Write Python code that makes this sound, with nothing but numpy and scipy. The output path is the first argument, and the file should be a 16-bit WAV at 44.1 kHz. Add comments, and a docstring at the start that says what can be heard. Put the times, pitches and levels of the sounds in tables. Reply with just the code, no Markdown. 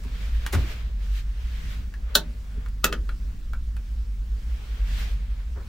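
"""A machinery drone and room tone run throughout under a rustling sleeve, with fingertip taps and soft wall thumps.
A card holder latches with a crunch; plastic rocker switches snap over close by in a small soft room; a hand scuffs.
Contacts are chattering noise bursts that ring damped modes or take a spectral colour, with the room's answer added.
Cloth, scuffs, rumble and room tone are shaped stereo noise; the drone is two wavering tones with mains hum."""
import sys
import numpy as np
from scipy import signal
from scipy.fft import rfft, irfft, next_fast_len
from scipy.io import wavfile
from scipy.ndimage import uniform_filter1d, map_coordinates

SR = 44100
rng = np.random.default_rng(int(sys.argv[2]) if len(sys.argv) > 2 else 0)


def wrap_up_sound(samples):
    """Save the sound to the file named by the first command line argument, as 16-bit audio."""
    columns = np.atleast_2d(samples).T
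    # keep every value between -1 and 1, then stretch to whole-number steps
    tamed = np.clip(columns, -1, 1)
    steps = np.round(tamed * 32767).astype(np.int16)
    wavfile.write(sys.argv[1], SR, steps)


N = 250483
BLOW_AT = SR // 100  # samples before the blow in every burst
TAIL = SR // 3  # samples of ringing and of room answer


def amp(db):
    """dB to gain."""
    return 10 ** (np.asarray(db) / 20)


def unit(x):
    """Scaled to rms 1."""
    return x / np.sqrt(np.mean(x ** 2) + 1e-20)


def along(points, hz):
    """Interpolates (frequency [Hz], value) points on a log frequency axis."""
    f, v = np.transpose(points)
    return np.interp(np.log(hz + 1), np.log(f + 1), v)


def curves(rows):
    """One value per sample for each column after the time."""
    s, *cols = np.transpose(rows)
    return [np.interp(np.arange(N) / SR, s, c) for c in cols]


def wobble(rate_hz):
    """Smooth random curve, rate_hz knots a second."""
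    knots = rng.standard_normal(int(N * rate_hz / SR) + 4)
    return map_coordinates(knots, [np.arange(N) * rate_hz / SR])


def filtered(x, response):
    """x times a response of frequency."""
    m = next_fast_len(x.shape[-1] + 8192)
    spectrum = rfft(x, m) * response(np.fft.rfftfreq(m, 1 / SR))
    return irfft(spectrum, m)[..., :x.shape[-1]]


def rush(spectrum, alike, patchy_db):
    """Stereo noise of rms 1 with time-frequency patches of random gain."""
    z = signal.stft(rng.standard_normal((2, N)), nperseg=512)[2]
    field = uniform_filter1d(rng.standard_normal(z.shape[1:]), size=6, axis=0)
    field = uniform_filter1d(field, size=10, axis=1)
    pair = signal.istft(z * amp(patchy_db * unit(field)), nperseg=512)[1][:, :N]

    def mid_side(hz):
        turn = np.arccos(np.clip(along(alike, hz), -1, 1)) / 2
        return amp(along(spectrum, hz)) * [np.cos(turn), np.sin(turn)]

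    mid, side = filtered(pair, mid_side)
    return unit(np.array([mid + side, mid - side]))


def ring(hz, t60_s, db, rise_s=1e-4):
    """Summed damped modes after one blow."""
    t = np.arange(TAIL)[:, None] / SR
    decay = amp(db - 60 * t / t60_s)
    return (decay * np.sin(2 * np.pi * hz * t) * (1 - np.exp(-t / rise_s))).sum(axis=1)


def chatter(length_s, lead_s=0.002, swell=0.31, evenness=0.58):
    """Uneven contacts of energy 1: a short faint lead-in, then a blow which dies fast."""
    t = np.arange(-BLOW_AT, SR // 20) / SR
    after = np.maximum(t, 0)
    lead_in = 0.18 * np.exp(-np.abs(t) / lead_s)
    blow = (1 - np.exp(-after / (swell * length_s))) * np.exp(-after / length_s)
    shape = lead_in + blow
    z = rfft(shape * rng.standard_normal(len(t)))
    even = irfft(z / np.abs(z) ** evenness, len(t))  # flatter spectrum: levels stay steady between draws
    burst = even * np.sqrt(shape)
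    return burst / np.linalg.norm(burst)


# reverberation: (frequency [Hz], t60 [s])
ROOM_T60 = [(200, 0.6), (500, 0.23), (1400, 0.13), (4000, 0.12), (10000, 0.092)]
# side to mid of the room's answer: (frequency [Hz], ratio)
ROOM_SPREAD = [(100, .1), (300, 0.19), (550, 0.75), (1200, 0.17), (2500, 0.3), (8000, 1)]


def room(x):
    """Room answer: each frequency dies at its own speed; bass is alike at both ports."""
    hz, t, z = signal.stft(rng.standard_normal((2, TAIL)), SR, nperseg=256)
    width = along(ROOM_SPREAD, hz)[:, None]
    z = np.array([z[0] + width * z[1], z[0] - width * z[1]]) / np.sqrt(1 + width ** 2)
    decay = amp(-60 * t / along(ROOM_T60, hz)[:, None])
    tail = signal.istft(z * decay, SR, nperseg=256)[1]
    tail = tail / np.linalg.norm(tail[0])
    delayed = np.pad(x, (130, 0))[None]
    return signal.fftconvolve(delayed, tail, axes=1)[:, :len(x)]


# phase lead of the left port over the right: (frequency [Hz], lead [rad])
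PORT_LEAD = [(500, -0.5), (2500, 1.6), (5000, -0.18), (9000, 1.56), (15000, 1.5)]


def add(track, s, x, wet_db):
    """Mixes a burst and the room's answer into both ports, with its blow at time s."""
    x = np.pad(x, (0, TAIL))

    def ports(hz):
        half_lead = .5j * along(PORT_LEAD, hz) * np.array([[1], [-1]])
        return amp([[.3], [-.3]]) * np.exp(half_lead)

    heard = filtered(x, ports) + amp(wet_db) * room(x)
    part = track[:, round(s * SR) - BLOW_AT:][:, :len(x)]
    part += heard[:, :part.shape[1]]


# drone levels, upper before its throb: (time [s], lower tone rms [dB], upper tone rms [dB])
DRONE_LEVELS = [(0.0, -35.5, -39), (0.35, -29, -29.5), (0.72, -40.5, -29.5), (1.09, -25, -37),
                (1.441, -35, -32), (2.501, -31.5, -40), (3.15, -27.5, -37), (3.57, -41, -35),
                (4.05, -29.5, -33.5), (4.7, -37, -29.5), (4.86, -27, -30.5), (5.39, -26.5, -35),
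                (5.68, -44, -30)]
# lower and upper room resonance: (frequency [Hz], wander [Hz])
DRONE_TONES = [(46.3, 0.796), (57.5, 2.46)]
# mains hum: (frequency [Hz], rms level [dB])
HUM = (100, -52)
# rumble colour: (frequency [Hz], relative density [dB per Hz])
RUMBLE_COLOUR = [(11, -45), (18, -2), (32, -7), (54, -4.5), (71, -16), (86, -19), (118, -23.5), (150, -32),
                 (169, -24), (300, -38.5), (390, -52.5), (660, -120)]
RUMBLE_DB, SURGE_DB = -34.5, 2
THROB_HZ, THROB_DEPTH = 3.6, 0.65


def drone():
    """Machinery drives the lowest room resonances: two wavering tones, the upper throbbing, hum and rumble."""
    def sine(hz, drift_hz):
        cycles = np.cumsum(hz + drift_hz * wobble(5.8)) / SR + rng.random()
        return np.sin(2 * np.pi * cycles)

    low, high = (amp(db + 1.45 * wobble(4.98)) * sine(*tone)
                 for db, tone in zip(curves(DRONE_LEVELS), DRONE_TONES))
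    tones = low + high * (1 + THROB_DEPTH * sine(THROB_HZ, 0.96))
    hum_hz, hum_db = HUM
    hum = amp(hum_db) * sine(hum_hz, .1)
    alike = [(30, 1.0), (90, 0.91), (150, .93), (300, 0.67)]  # (frequency [Hz], left-right likeness)
    rumble = amp(RUMBLE_DB + SURGE_DB * wobble(4.1)) * rush(RUMBLE_COLOUR, alike, patchy_db=1.43)
    return np.sqrt(2) * (tones + hum) * amp([[-.25], [.25]]) + rumble  # sqrt(2): sine peak over rms


# room tone colour: (frequency [Hz], relative density [dB per Hz])
HISS_COLOUR = [(120, -17), (200, -3.5), (300, -15), (450, -14.5), (700, -22), (1400, -20), (3000, -24),
               (5200, -26), (9000, -32.5), (12500, -38.5), (14500, -32.5), (15700, -30.5)]
# room tone: (frequency [Hz], left-right likeness)
HISS_ALIKE = [(60, 0.85), (180, 1), (550, 0.08), (1650, 0.052), (4970, 0.48), (15000, 0.29)]
HISS_DB, HISS_SWING_DB = -54, 1.5


def room_tone():
    """Coloured noise whose level swings slowly."""
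    swing_db = HISS_SWING_DB * wobble(3.335)
    return amp(HISS_DB + swing_db) * rush(HISS_COLOUR, HISS_ALIKE, patchy_db=1.5)


# arm strokes: (time of greatest speed [s], rise [s], fall [s], level [dB], brightness at peak [dB per octave])
STROKES = [(.25, 0.26, 0.57, -47.5, 1.5), (.64, 0.17, 0.24, -42, 1.5), (1.06, 0.11, 0.1, -51.5, 2.5),
           (1.18, 0.099, 0.056, -52.5, 6.5), (1.66, 0.37, .2, -47, 2.5), (2.12, 0.088, 0.18, -53.5, -3.5),
           (2.64, 0.25, 0.063, -62, -5), (4.66, 0.28, 0.85, -51.5, 1), (4.999, 0.17, 0.15, -42, 3),
           (5.38, 0.11, 0.12, -57, 0)]
# cloth colour: (frequency [Hz], relative density [dB per Hz])
CLOTH_COLOUR = [(240, -32.5), (420, 2.5), (900, -3.5), (1570, 0.5), (3220, -3), (7950, -19.5),
                (12000, -26.5), (14500, -18), (15700, -30)]
EDGE_DB = 12  # drop one rise or fall away from the peak
DULLING = 0.13  # dB per octave lost per dB under the peak
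FLUTTER_DB = .9


def sleeve():
    """Cloth slides on cloth; each stroke swells and fades, brightest at full speed."""
    t, power = np.arange(N) / SR, np.zeros((2, N))
    alike = [(300, 0.73), (700, 0.033), (1400, 0.18), (3000, 0.094), (15000, 0.16)]  # as HISS_ALIKE
    noise = rush(CLOTH_COLOUR, alike, patchy_db=1.0)
    # crossfade over four octaves about 2500 Hz
    dull, bright = (filtered(noise, lambda hz: np.clip(.5 + k * np.log2((hz + 1) / 2500) / 4, 0, 1))
                    for k in (-1, 1))
    for s, rise_s, fall_s, db, tilt_db in STROKES:
        under_db = EDGE_DB * ((t - s) / np.where(t < s, rise_s, fall_s)) ** 2
        tilt_db = np.maximum(tilt_db - DULLING * under_db, -10)
        power += amp(db - under_db + np.outer([-2, 2], tilt_db)) ** 2
    rustle = np.sqrt(power[0]) * dull + np.sqrt(power[1]) * bright
    return amp(FLUTTER_DB * wobble(25)) * rustle


# light touches: (time [s], level [dB], relative tick level [dB], plate pitch factor)
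TAPS = [(0.037, -48.5, -8.5, 1.1), (0.048, -49, -12, 0.69), (0.4636, -25, -10.5, 0.92),
        (1.923, -55, -25, 1), (1.939, -39.5, -20, 1.08), (2.6601, -38.5, -23, 0.896),
        (2.6852, -57, -1, 1.04), (3.091, -29, -27, 0.9), (3.5337, -35, -19, 0.91),
        (3.7662, -38.5, -17, 0.99)]
# cover plate modes at pitch factor 1: (frequency [Hz], t60 [s], relative level [dB])
PLATE_MODES = [(1300, 0.0027, -13), (1572, 0.016, 0.5), (1700, 0.016, -1.5), (2030, 0.011, -3),
               (2444, 0.019, -8), (2910, 0.01, -11), (3530, 0.014, -10.5), (4480, 0.01, -11)]
# nail tick colour: (frequency [Hz], relative density [dB per Hz])
NAIL_COLOUR = [(1000, 0), (3000, 8), (6000, 2.5), (10000, 3), (15000, 1.5)]
TOUCH_S, TICK_DB, TAP_WET_DB = 0.0023, 25, -3.5


def taps():
    """Fingertip and nail touch the cover plate: a dull ring and a bright tick."""
    out = np.zeros((2, N))
    hz, t60_s, mode_db = np.transpose(PLATE_MODES)
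    for s, db, tick_db, pitch in TAPS:
        plate = signal.fftconvolve(chatter(TOUCH_S), ring(hz * pitch, t60_s, mode_db))
        tick = filtered(chatter(TOUCH_S), lambda f: amp(along(NAIL_COLOUR, f)))
        add(out, s, amp(db) * plate, TAP_WET_DB)
        add(out, s, amp(db + tick_db + TICK_DB) * tick, TAP_WET_DB)
    return out


# soft pushes: (time [s], level [dB], tilt [dB per octave])
THUMPS = [(.05, -23, 7.5), (.548, -9.5, -1), (2.572, -22.5, 8), (5.56, -29.5, 6)]
# wall modes: (frequency [Hz], t60 [s], relative level [dB])
WALL_MODES = [(80.5, 0.21, 0), (119, 0.37, -14), (155, 0.19, -15), (176.6, 0.1, -12.5), (251.7, 0.17, -20),
              (404, 0.047, -22)]


def thumps():
    """A soft push moves only the wall's low modes."""
    out = np.zeros((2, N))
    hz, t60_s, mode_db = np.transpose(WALL_MODES)
    for s, db, tilt_db in THUMPS:
        push = ring(hz, t60_s, db + mode_db + tilt_db * np.log2(hz / 150), rise_s=0.0079)
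        add(out, s, np.pad(push, (BLOW_AT, 0)), wet_db=-21)
    return out


# card scraping home: (time [s], relative energy [dB], length [s], tilt [dB per octave])
CRUNCHES = [(0.525, 13, 0.013, 5), (0.532, 12, 0.012, -1.5), (.545, 10.5, 0.0081, 1.5)]
# latch colour: (frequency [Hz], relative density [dB per Hz])
LATCH_COLOUR = [(150, -24), (250, -3.5), (421, -2.5), (710, -8), (845, -5), (1010, -10.5), (1530, -5.5),
                (2440, -15), (16000, -35)]


def latch():
    """Plastic scrapes and crunches as the card seats."""
    out = np.zeros((2, N))
    for s, db, length_s, tilt_db in CRUNCHES:
        colour = lambda f: amp(along(LATCH_COLOUR, f) + tilt_db * np.log2((f + 100) / 2000))
        add(out, s, amp(db) * filtered(chatter(length_s), colour), wet_db=-0.5)
    return out


# rocker snaps: (time [s], level [dB], stop struck [0 upper - 1 lower], chatter [s],
#                treble tilt [dB per octave], relative box boom [dB])
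SNAPS = [(2.152, -4, 0.12, 0.0047, 2.5, 1), (2.8426, -5.5, 0.95, 0.0024, 2.5, 1.5),
         (2.9259, -13.5, 0.9, 0.0037, -3, 4.5)]
# switch modes: (frequency [Hz], t60 [s], relative level from upper stop [dB], from lower stop [dB])
ROCKER_MODES = [(1288, 0.037, -14.5, -5), (1482, 0.013, 8.5, 3.5), (1716, 0.058, -18, -5),
                (2160, 0.015, -11, -26), (2625, 0.097, -23, -7.5), (3080, 0.013, -0.5, 0.5),
                (3576, 0.05, -7, -24.5), (4040, 0.0063, -4.5, -25.5), (4100, 0.027, -21.5, -10),
                (5730, 0.03, -6, -14), (6580, 0.0165, -9.5, -4.5), (7100, 0.0047, 6, -16.5),
                (9400, .015, -34.5, -26.5), (9380, 0.017, -1.5, -29.5), (12400, 0.013, -23, -22),
                (13440, 0.018, -13.5, -5)]
# wall box modes: same columns
BOX_MODES = [(172, 0.11, -21, -22), (239, 0.079, -14, -14.5), (308, 0.058, -16, -11.5),
             (407, 0.13, -20, -14), (488, 0.042, -25, -8.5), (592, 0.079, -9.5, -15),
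             (894, 0.07, -11.5, -34)]
# contact noise of upper stop, lower stop: (frequency [Hz], relative density [dB per Hz])
STOP_COLOURS = ([(700, -30), (1000, -24), (1470, -3), (2300, -27), (3300, 0), (4100, 6.5), (5000, -6.5),
                (10100, -14.5), (13800, -11), (15800, -10.5)], [(700, -48), (1050, -36), (1250, 9.5),
                (1750, 1), (2250, -5.5), (2800, -0.5), (4250, -6.5), (5600, -8), (9000, -14),
                (13000, -16.5), (15800, -16.5)])
RING_DB, CRACK_DB, BOOM_DB = -10, 21.5, -5.5  # shares of a snap
SNAP_WET_DB, BOX_WET_DB = -5.5, -7
SNAP_SWELL = 0.36  # swell time over chatter time


def rockers():
    """The spring throws the rocker on a stop, where it chatters and rings switch and box."""
    out = np.zeros((2, N))
    for s, db, stop, length_s, tilt_db, boom_db in SNAPS:
        hz, t60_s, upper_db, lower_db = np.transpose(ROCKER_MODES)
        mode_db = upper_db + stop * (lower_db - upper_db) + tilt_db * np.log2(hz / 2000)
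        ringing = signal.fftconvolve(chatter(length_s, swell=SNAP_SWELL), ring(hz, t60_s, mode_db))
        add(out, s, amp(db + RING_DB) * ringing, SNAP_WET_DB)

        colour = lambda f: amp(along(STOP_COLOURS[round(stop)], f) + tilt_db * np.log2((f + 500) / 2000))
        crack = filtered(chatter(length_s, swell=SNAP_SWELL), colour)
        add(out, s, amp(db + CRACK_DB) * crack, SNAP_WET_DB)

        # the heavy box feels the chatter as one push
        hz, t60_s, upper_db, lower_db = np.transpose(BOX_MODES)
        mode_db = upper_db + stop * (lower_db - upper_db)
        boom = ring(hz, t60_s, db + BOOM_DB + mode_db + boom_db, rise_s=0.0024)
        add(out, s, np.pad(boom, (BLOW_AT, 0)), BOX_WET_DB)
    return out


# dull scuffs: (time [s], level [dB], fade [s])
SCUFFS = [(2.871, -38, .036), (5.554, -47.5, 0.094)]
# scuff colour: (frequency [Hz], relative density [dB per Hz])
SCUFF_COLOUR = [(200, -20), (400, 1), (750, -12), (1350, -5.5), (1900, -13), (3000, -48)]
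SCUFF_RISE_S = 0.0094


def scuffs():
    """A soft surface drags briefly: dull uneven noise, quick to start, slow to fade."""
    t, shape = np.arange(N) / SR, np.zeros(N)
    for s, db, fade_s in SCUFFS:
        after = np.maximum(t - s, 0)
        shape += amp(db) * (1 - np.exp(-after / SCUFF_RISE_S)) * np.exp(-after / fade_s)
    noise = rush(SCUFF_COLOUR, [(300, 0.67), (1500, 0.55)], patchy_db=0.5)
    return shape * amp(2.5 * wobble(60)) * noise


def scene():
    """Contacts over cloth, drone and room tone."""
    background = drone() + room_tone() + sleeve()
    return background + taps() + thumps() + latch() + rockers() + scuffs()


TOP_HZ = 15800


def record(dry):
    """The input rounds off the highest peaks; nothing is kept above the band limit."""
    rounded = dry / (1 + np.abs(dry / .95) ** 6) ** (1 / 6)
    return filtered(rounded, lambda hz: hz < TOP_HZ)


dry = scene()
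out = record(dry)
wrap_up_sound(out)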